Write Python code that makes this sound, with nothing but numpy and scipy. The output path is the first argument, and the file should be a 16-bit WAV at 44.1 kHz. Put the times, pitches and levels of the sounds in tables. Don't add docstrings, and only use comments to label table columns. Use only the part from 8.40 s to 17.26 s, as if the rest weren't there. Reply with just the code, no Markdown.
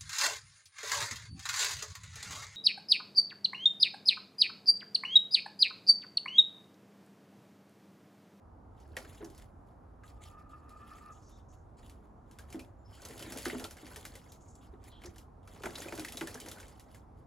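import sys
import numpy as np
from scipy import signal
from scipy.fft import rfft, irfft
from scipy.io import wavfile

SR = 44100
rng = np.random.default_rng(int(sys.argv[2]) if len(sys.argv) > 2 else 0)


def pcm_store(signal):
    levels = np.round(np.clip(np.atleast_2d(signal), -1, 1) * 32767)
    wavfile.write(sys.argv[1], SR, levels.astype(np.int16).T)


N = 390726

# start in seconds, level in dB, bubble pitch in Hz,
# crack offset in dB.
WATER_HITS = [(0.401, -56, 6840, -10), (0.5672, -22, 1820, -20.5), (0.648, -39.5, 1510, -29),
              (0.747, -49.5, 6740, -29), (.8346, -71, 2030, 3), (0.845, -41.5, 5660, -11),
              (0.9, -60.5, 1720, 3.5), (.948, -55.5, 7240, -5), (0.9786, -57.5, 1870, 3.5),
              (1.635, -47.5, 1590, -38), (1.6784, -52, 3580, -13), (1.819, -58, 2090, -28),
              (2.2932, -56, 1720, -3.5), (2.584, -49, 1750, -25), (3.4966, -50, 2380, -5.5),
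              (3.912, -58.5, 1620, 1), (3.987, -40, 1490, -9.5), (4.0844, -55.5, 1650, -19),
              (4.1026, -50, 7190, -6), (4.126, -39.5, 2200, -8.5), (4.1934, -40, 2460, -9.5),
              (4.248, -59, 2200, -10), (4.6186, -42, 6800, -11), (4.6508, -36, 6130, -7),
              (4.6853, -46, 7600, -3), (4.708, -42.5, 1840, -14), (4.778, -51.5, 2340, 3),
              (4.7936, -38.5, 1380, -6), (4.825, -35.5, 2960, -9.5), (4.9222, -37, 1630, -3),
              (4.974, -44, 7200, 3), (4.985, -41.5, 4700, 1), (5.0527, -29.5, 4350, -7),
              (5.056, -21.5, 1500, -24), (5.0993, -28, 1970, -22), (5.197, -36.5, 1580, -6),
              (5.241, -29, 3490, -11), (5.3096, -48, 1420, 2), (5.3685, -50, 2030, -2.5),
              (5.466, -41.5, 1990, -13), (5.545, -53, 4100, -4), (5.56, -38, 1730, -4),
              (5.6519, -33.5, 1740, -8.5), (5.7387, -53, 1400, -5), (5.754, -45, 2000, -2.5),
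              (5.9199, -55.5, 7190, 5), (6.153, -48, 7450, -18), (6.44, -58.5, 1400, 1.5),
              (6.517, -52, 3500, -21), (6.618, -43.5, 1570, -22), (6.637, -40, 2070, -20),
              (6.6574, -36, 5800, -26), (6.76, -50, 1670, -7), (6.782, -50.5, 2780, -1),
              (7.0754, -43.5, 1400, -13), (7.161, -39, 900, -34), (7.22, -48, 2640, -7),
              (7.2352, -26, 1450, -20.5), (7.257, -23, 1330, -23), (7.3063, -42, 1770, -10),
              (7.354, -27, 3740, -28), (7.3828, -44, 1710, 2), (7.4026, -37.5, 6650, -19),
              (7.42, -36, 1830, -6.5), (7.484, -39, 2410, -12), (7.523, -28.5, 1480, -21),
              (7.5522, -42.5, 6030, -1.5), (7.5772, -35, 1470, -9), (7.5953, -41, 4240, 2),
              (7.648, -29, 1890, -11.5), (7.6847, -36, 2430, -7.5), (7.722, -40, 3080, -2),
              (7.7711, -32.5, 3670, -4.5), (7.81, -24.5, 1606, -18.5), (7.8721, -34, 1670, -5.5),
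              (7.943, -36.5, 5850, -8), (8.001, -41.5, 7450, -0.5), (8.0607, -41.5, 1750, -4.5),
              (8.085, -38.5, 6220, -5), (8.1145, -36.5, 3540, -6), (8.1835, -44, 1830, -12),
              (8.2001, -40, 1540, -8.5), (8.2283, -42, 2200, -18), (8.2814, -49.5, 7550, -7),
              (8.3965, -48, 1920, -4.5), (8.546, -49.5, 1920, -5)]
# start in seconds, level in dB, pitch in Hz, t60 in seconds.
AIR_POCKETS = [(0.505, -53, 297, 0.1), (0.572, -46, 523, 0.12), (0.806, -40.5, 420, 0.1),
               (0.825, -41, 336, 0.22), (0.87, -50, 290, 0.23), (4.145, -31.5, 329.5, 0.087),
               (4.694, -46.5, 468, 0.17), (4.81, -47, 572, 0.16), (4.859, -43, 309, 0.14),
               (4.959, -42, 277, 0.13), (5.063, -28.5, 347.6, 0.16), (5.13, -29, 405, 0.069),
               (5.145, -36.5, 252.5, 0.25), (5.431, -41.5, 305, 0.087), (6.333, -45, 390, 0.068),
               (6.648, -45, 359, 0.38), (7.238, -40, 382, 0.11), (7.253, -35.5, 363.4, 0.17),
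               (7.41, -43, 287, 0.12), (7.455, -39.5, 344, 0.2), (7.524, -39, 336, 0.14),
               (7.583, -37.5, 318, 0.25), (7.744, -47, 257, 0.13), (7.813, -30.5, 336, 0.13),
               (7.955, -46.5, 258, 0.22), (8.049, -44.5, 332, 0.13), (8.125, -53, 610, 0.13)]


def amp(db):
    return 10 ** (np.asarray(db) / 20)


def unit_rms(x):
    return x / np.sqrt(np.mean(x ** 2) + 1e-20)


def add_at(out, start_s, sound):
    at = round(start_s * SR)
    out[at:at + len(sound)] += sound[:N - at]


def fade(t, rise_s, t60_s):
    return (1 - np.exp(-t / rise_s)) * 1000 ** (-t / t60_s)


def glide(t, hz, rise_per_s):
    return np.sin(2 * np.pi * hz * (t + rise_per_s * t ** 2 / 2))


def level_curve_db(points):
    times_s, db = np.transpose(points)
    return np.interp(np.arange(N) / SR, times_s, db, left=-200, right=-200)


def at_hz(points, hz):
    points_hz, values = np.transpose(points)
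    return np.interp(np.log(np.maximum(hz, 1)), np.log(points_hz), values)


def drift(rate_hz):
    step = 40
    r = np.exp(-2 * np.pi * rate_hz * step / SR)
    slow = signal.lfilter([1], [1, -2 * r, r * r], rng.standard_normal(N // step + 2002))[2000:]
    return np.interp(np.arange(N) / step, np.arange(len(slow)), unit_rms(slow))


def bandpass(x, low_hz, high_hz):
    return signal.sosfilt(signal.butter(2, [low_hz, high_hz], "band", fs=SR, output="sos"), x)


def resonance(x, hz, width_hz):
    r = np.exp(-np.pi * width_hz / SR)
    return signal.lfilter([1, 0, -1], [1, -2 * r * np.cos(2 * np.pi * hz / SR), r * r], x)


def ring(clicks, hz, t60_s):
    r = 1000 ** (-1 / (t60_s * SR))
    w = 2 * np.pi * hz / SR
    return signal.lfilter([0, np.sin(w)], [1, -2 * r * np.cos(w), r * r], clicks + 1e-18)


def coloured(x, spectrum):
    gain = amp(at_hz(spectrum, np.fft.rfftfreq(N, 1 / SR)))
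    return unit_rms(irfft(rfft(x) * gain, N))


def grains(per_s, spread_db):
    sizes = amp(spread_db * np.minimum(rng.exponential(1, N), 5)) * rng.choice([-1, 1], N)
    return sizes * (rng.random(N) < per_s / SR)


def town():
    # frequency in Hz, relative density in dB.
    spectrum = [(15, -50), (25, -1.5), (76, 1.5), (153, -10.5), (293, -10), (354, -14.5), (575, -18),
                (775, -14), (1290, -23), (2990, -55.5), (7110, -52), (8590, -58), (11000, -53.5),
                (13600, -64), (16000, -76)]
    # frequency in Hz, left-right correlation.
    correlation = [(60, 0.98), (150, 0.87), (380, 0.61), (950, 0.0079), (2380, 1), (5980, 0.55),
                   (15000, 0.19)]
    # frequency in Hz, left minus right in dB.
    balance = [(60, -2), (380, -1.0), (2380, -0.5), (15000, 1)]
    edges_hz = 22 * 2 ** np.arange(0, 9.6, 0.5)
    white = rng.standard_normal((2, 2, N))
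    out = 0
    for k, (low_hz, high_hz) in enumerate(zip(edges_hz, edges_hz[1:])):
        mid, side = bandpass(coloured(white[k % 2], spectrum), low_hz, high_hz)
        centre_hz = np.sqrt(low_hz * high_hz)
        alike = at_hz(correlation, centre_hz)
        left_db = at_hz(balance, centre_hz) / 2
        pair = np.sqrt(1 + alike) * mid + np.sqrt(1 - alike) * side * [[1], [-1]]
        out += amp(1.07 * drift(2.23)) * pair * amp([[left_db], [-left_db]])
    return amp(-54.5) * unit_rms(out)


def drone():
    return amp(-65) * unit_rms(resonance(rng.standard_normal(N), hz=94, width_hz=12.2))


def spray():
    # frequency in Hz, relative density in dB.
    spectrum = [(900, -41), (1500, -3.5), (2500, -2), (4000, -4), (6500, -7), (8500, -9.5), (10500, -5),
                (12500, -18), (14000, -25), (15700, -17)]
    white = rng.standard_normal(N)
    crackle = amp(-5.5) * unit_rms(grains(800, spread_db=5))
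    hiss = coloured(white + crackle, spectrum)
    gust_db = 2.5 * drift(35)
    edges_hz = [800, 1600, 2600, 4000, 6200, 9500, 18000]
    out = 0
    for low_hz, high_hz in zip(edges_hz, edges_hz[1:]):
        out += amp(gust_db + 1.84 * drift(25)) * bandpass(hiss, low_hz, high_hz)
    return amp(0.5) * unit_rms(out)


def bubbles(per_s, low_hz, high_hz, t60_cycles, spread_db):
    births = grains(per_s, spread_db)
    pitch_index = rng.integers(0, 20, N)
    out = 0
    for k, hz in enumerate(np.geomspace(low_hz, high_hz, 20)):
        out += ring(births * (pitch_index == k), hz, t60_cycles / hz)
    return unit_rms(out)


def sloshing():
    gurgle_db = -6 + 4.42 * drift(20.6)
    gurgle = bubbles(1800, low_hz=460, high_hz=2066, t60_cycles=20.7, spread_db=2.5)
    plinks = bubbles(150, low_hz=1400, high_hz=6500, t60_cycles=45, spread_db=4)
    glugs_db = -7.5 + 3.05 * drift(11.2)
    glugs = bubbles(500, low_hz=420, high_hz=947, t60_cycles=10.5, spread_db=3)
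    return amp(gurgle_db) * gurgle + amp(-13) * plinks + amp(glugs_db) * glugs


def tub_wall():
    # frequency in Hz, relative level in dB, t60 in seconds.
    modes = [(258, 4.5, 0.066), (336, 1.5, 0.15), (392.6, -4.5, 0.17), (578, -12, 0.18), (695, -11, 0.056),
             (960, -24, 0.037)]
    shoves = grains(200, spread_db=1)
    boom = sum(amp(db) * ring(shoves, hz, t60_s) for hz, db, t60_s in modes)
    return amp(-6.5) * unit_rms(boom)


def water_hits():
    out, t = np.zeros(N), np.arange(8000) / SR
    for start_s, db, hz, crack_db in WATER_HITS:
        cluster_noise, crack_noise = rng.standard_normal((2, len(t)))
        bubble = glide(t, hz, rise_per_s=8.2) * fade(t, rise_s=0.0018, t60_s=0.03)
        cluster = unit_rms(resonance(cluster_noise, hz, 0.27 * hz)) * fade(t, 0.00027, 0.047)
        snap = fade(t, rise_s=0.000091, t60_s=0.0072)
        puff = amp(-8) * fade(t, rise_s=0.00042, t60_s=0.16)
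        crack = unit_rms(bandpass(crack_noise, 2500, 13000)) * (snap + puff)
        hit = amp(-8.5) * bubble + amp(-9.5) * cluster + amp(crack_db + 1.5) * crack
        add_at(out, start_s, amp(db) * hit)
    return out


def aftermath(events, offset_db, rise_s, t60_s):
    gain, t = np.zeros(N), np.arange(SR // 2) / SR
    for start_s, db, *_ in events:
        add_at(gain, start_s, amp(db + offset_db) * fade(t, rise_s, t60_s))
    return gain


def plops():
    out, t = np.zeros(N), np.arange(16000) / SR
    for start_s, db, hz, t60_s in AIR_POCKETS:
        add_at(out, start_s, amp(db) * glide(t, hz, rise_per_s=-0.78) * fade(t, 0.0021, t60_s))
    return out


def thumps():
    # start in seconds, level in dB, pitch in Hz.
    jolts = [(0.509, -39, 90), (4.494, -42.5, 93)]
    out, t = np.zeros(N), np.arange(8000) / SR
    for start_s, db, hz in jolts:
        add_at(out, start_s, amp(db) * np.sin(2 * np.pi * hz * t) * fade(t, rise_s=0.0051, t60_s=0.1))
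    return out


def ruffle_gain():
    # start in seconds, length in seconds, level in dB.
    ruffles = [(1.256, 0.083, -83), (1.634, 0.067, -67), (1.678, 0.17, -81), (1.807, 0.12, -62.5),
               (1.975, 0.052, -70), (2.09, 0.055, -72), (2.154, 0.12, -81), (2.279, 0.11, -72),
               (2.368, 0.13, -71.5), (2.465, 0.33, -70), (2.882, 0.037, -70.5), (2.967, 0.039, -71),
               (3.123, 0.032, -68), (3.367, 0.11, -68.5), (3.45, 0.12, -73), (3.57, 0.11, -89),
               (3.617, 0.088, -88), (5.98, 0.33, -82.5), (6.21, 0.064, -70.5), (6.31, 0.037, -84),
               (8.764, 0.073, -81.5)]
    gain, t = np.zeros(N), np.arange(SR // 2) / SR
    for start_s, length_s, db in ruffles:
        envelope = (1 - np.exp(-t / 0.0072)) * np.exp(-(t / length_s) ** 3.9)
        add_at(gain, start_s, amp(db) * envelope)
    return gain


def whine():
    # time in seconds, level in dB.
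    swell = [(1.55, -92), (1.646, -66), (1.718, -76.5), (1.982, -58.5), (2.09, -68), (2.144, -57.5),
             (2.226, -67.5), (2.47, -53.5), (2.486, -59), (2.516, -54), (2.606, -61), (2.696, -54),
             (2.9, -87)]
    # centre in Hz, filter width in Hz, relative level in dB.
    resonances = [(1223, 78, 2), (1318, 38, -13), (1750, 130, -15.5), (2550, 330, -21)]
    air = rng.standard_normal(N)
    tone = 0
    for hz, width_hz, db in resonances:
        band = resonance(air, hz, width_hz)
        tone += amp(db) * unit_rms(resonance(band, hz, width_hz))
    return amp(level_curve_db(swell) + 2 * drift(27)) * tone


def far_birds():
    # start in seconds, length in seconds, centre in Hz, filter width in Hz, level in dB.
    calls = [(2.714, 0.098, 6700, 1500, -68.5), (2.82, 0.13, 5770, 1500, -70),
             (2.888, 0.09, 6300, 1600, -72), (2.906, 0.079, 3620, 250, -71),
             (3.084, 0.096, 6500, 1210, -71), (4.368, .15, 7150, 150, -88), (4.446, 0.084, 5190, 200, -71),
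             (4.523, 0.063, 3060, 250, -68), (5.882, 0.082, 6600, 1200, -66), (6, 0.075, 6700, 1500, -68.5),
             (6.076, 0.075, 6850, 1490, -64.5), (6.154, 0.064, 7200, 800, -74),
             (6.494, 0.083, 4000, 300, -68.5), (6.518, 0.11, 3220, 400, -63.5),
             (6.67, 0.03, 6000, 1500, -67)]
    out, t = np.zeros(N), np.arange(16000) / SR
    for start_s, length_s, hz, width_hz, db in calls:
        band = resonance(rng.standard_normal(len(t)), hz, width_hz)
        call = unit_rms(resonance(band, hz, 2.6 * width_hz))
        envelope = (1 - np.exp(-t / 0.0051)) * np.exp(-(t / length_s) ** 1.74)
        add_at(out, start_s, amp(db) * call * envelope)
    return amp(1.4 * drift(40)) * out


def pings():
    # start in seconds, level in dB, pitch in Hz, t60 in seconds.
    lone_bubbles = [(3.99, -49, 1560, 0.076), (4.196, -53, 2290, 0.13), (5.098, -39, 1960, .06),
                    (5.248, -39.5, 1330, .06), (7.428, -44, 1850, .04), (7.446, -43, 1540, .04),
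                    (7.484, -43, 2440, 0.036), (7.649, -46, 1870, 0.043), (7.68, -47, 1950, .04),
                    (7.771, -38, 3830, .04), (7.88, -44, 1750, .05), (7.974, -45, 1655, 0.056),
                    (8.014, -45, 3000, .04), (8.171, -51, 1490, 0.064)]
    out, t = np.zeros(N), np.arange(8000) / SR
    for start_s, db, hz, t60_s in lone_bubbles:
        add_at(out, start_s, amp(db) * glide(t, hz, rise_per_s=3) * fade(t, 0.0012, t60_s))
    return out


def microphone_ports(x):
    # frequency in Hz, side minus mid in dB.
    side_levels = [(100, -18), (330, -20.5), (600, -9.5), (1200, -4.5), (1800, -89), (2800, -13),
                   (5000, -9), (6200, -14.5), (7200, -25), (8300, 6), (9800, -6), (11000, -11), (12200, -5),
                   (13500, 34), (14500, 1), (16000, 8)]
    half_gap_rad = np.arctan(amp(at_hz(side_levels, np.fft.rfftfreq(N, 1 / SR))))
    turn = np.exp(1j * half_gap_rad)
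    return irfft(rfft(x) * [turn, turn.conj()], N)


def echoes(x, t60_s=0.16, gap_s=0.0054):
    t = np.arange(SR // 4) / SR
    tail = rng.standard_normal((2, len(t))) * 1000 ** (-t / t60_s) * (t > gap_s)
    tail /= np.sqrt(np.sum(tail ** 2) / 2)
    return amp(-11.5) * signal.fftconvolve(x[None], tail, axes=1)[:, :N]


def scene():
    # time in seconds, spray level in dB.
    bouts = [
        [(0.33, -91), (0.41, -73), (0.542, -78.5), (0.626, -63), (0.748, -68), (0.828, -71), (0.898, -78),
         (1.034, -68.5), (1.12, -92)],
        [(3.86, -88), (3.95, -76.5), (4.07, -79), (4.106, -69), (4.23, -74), (4.32, -99)],
        [(6.4, -86), (6.484, -62.5), (6.524, -85), (6.606, -79), (6.644, -64), (6.682, -70.5), (6.804, -83),
         (6.86, -84)],
        [(4.45, -90), (4.52, -67.5), (4.64, -63.5), (4.792, -56.5), (4.996, -52), (5.114, -51), (5.3, -65),
         (5.63, -62), (5.88, -73), (5.97, -78)],
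        [(7.03, -79), (7.116, -66.5), (7.228, -66.5), (7.392, -55.5), (7.57, -58.5), (7.732, -60.5), (8.0, -58),
         (8.086, -62.5), (8.328, -69), (8.432, -78.5), (8.564, -70), (8.66, -97)],
    ]
    stir_db = np.max([level_curve_db(bout) for bout in bouts], axis=0)
    drive_db = stir_db + 60
    spray_gain = amp(stir_db) + ruffle_gain()
    spray_gain += aftermath(WATER_HITS, offset_db=-38.5, rise_s=0.011, t60_s=0.2)
    slosh_gain = amp(-58.5 + 0.77 * drive_db)
    slosh_gain += aftermath(WATER_HITS, offset_db=-21, rise_s=0.0013, t60_s=0.2)
    slosh_gain += aftermath(AIR_POCKETS, offset_db=-11, rise_s=0.002, t60_s=0.1)
    wall_gain = amp(-59 + 0.51 * drive_db)
    wall_gain += aftermath(AIR_POCKETS, offset_db=-5.5, rise_s=0.004, t60_s=0.32)
    bath = spray_gain * spray() + slosh_gain * sloshing() + wall_gain * tub_wall()
    bath += water_hits() + plops() + thumps() + pings()
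    return microphone_ports(bath + whine() + far_birds()) + echoes(bath) + town() + drone()


def record(dry, low_hz=36, high_hz=16250):
    body = signal.sosfilt(signal.butter(4, low_hz, "high", fs=SR, output="sos"), dry)
    return signal.sosfilt(signal.cheby2(24, 70, high_hz, fs=SR, output="sos"), body)


dry = scene()
out = record(dry)
pcm_store(out)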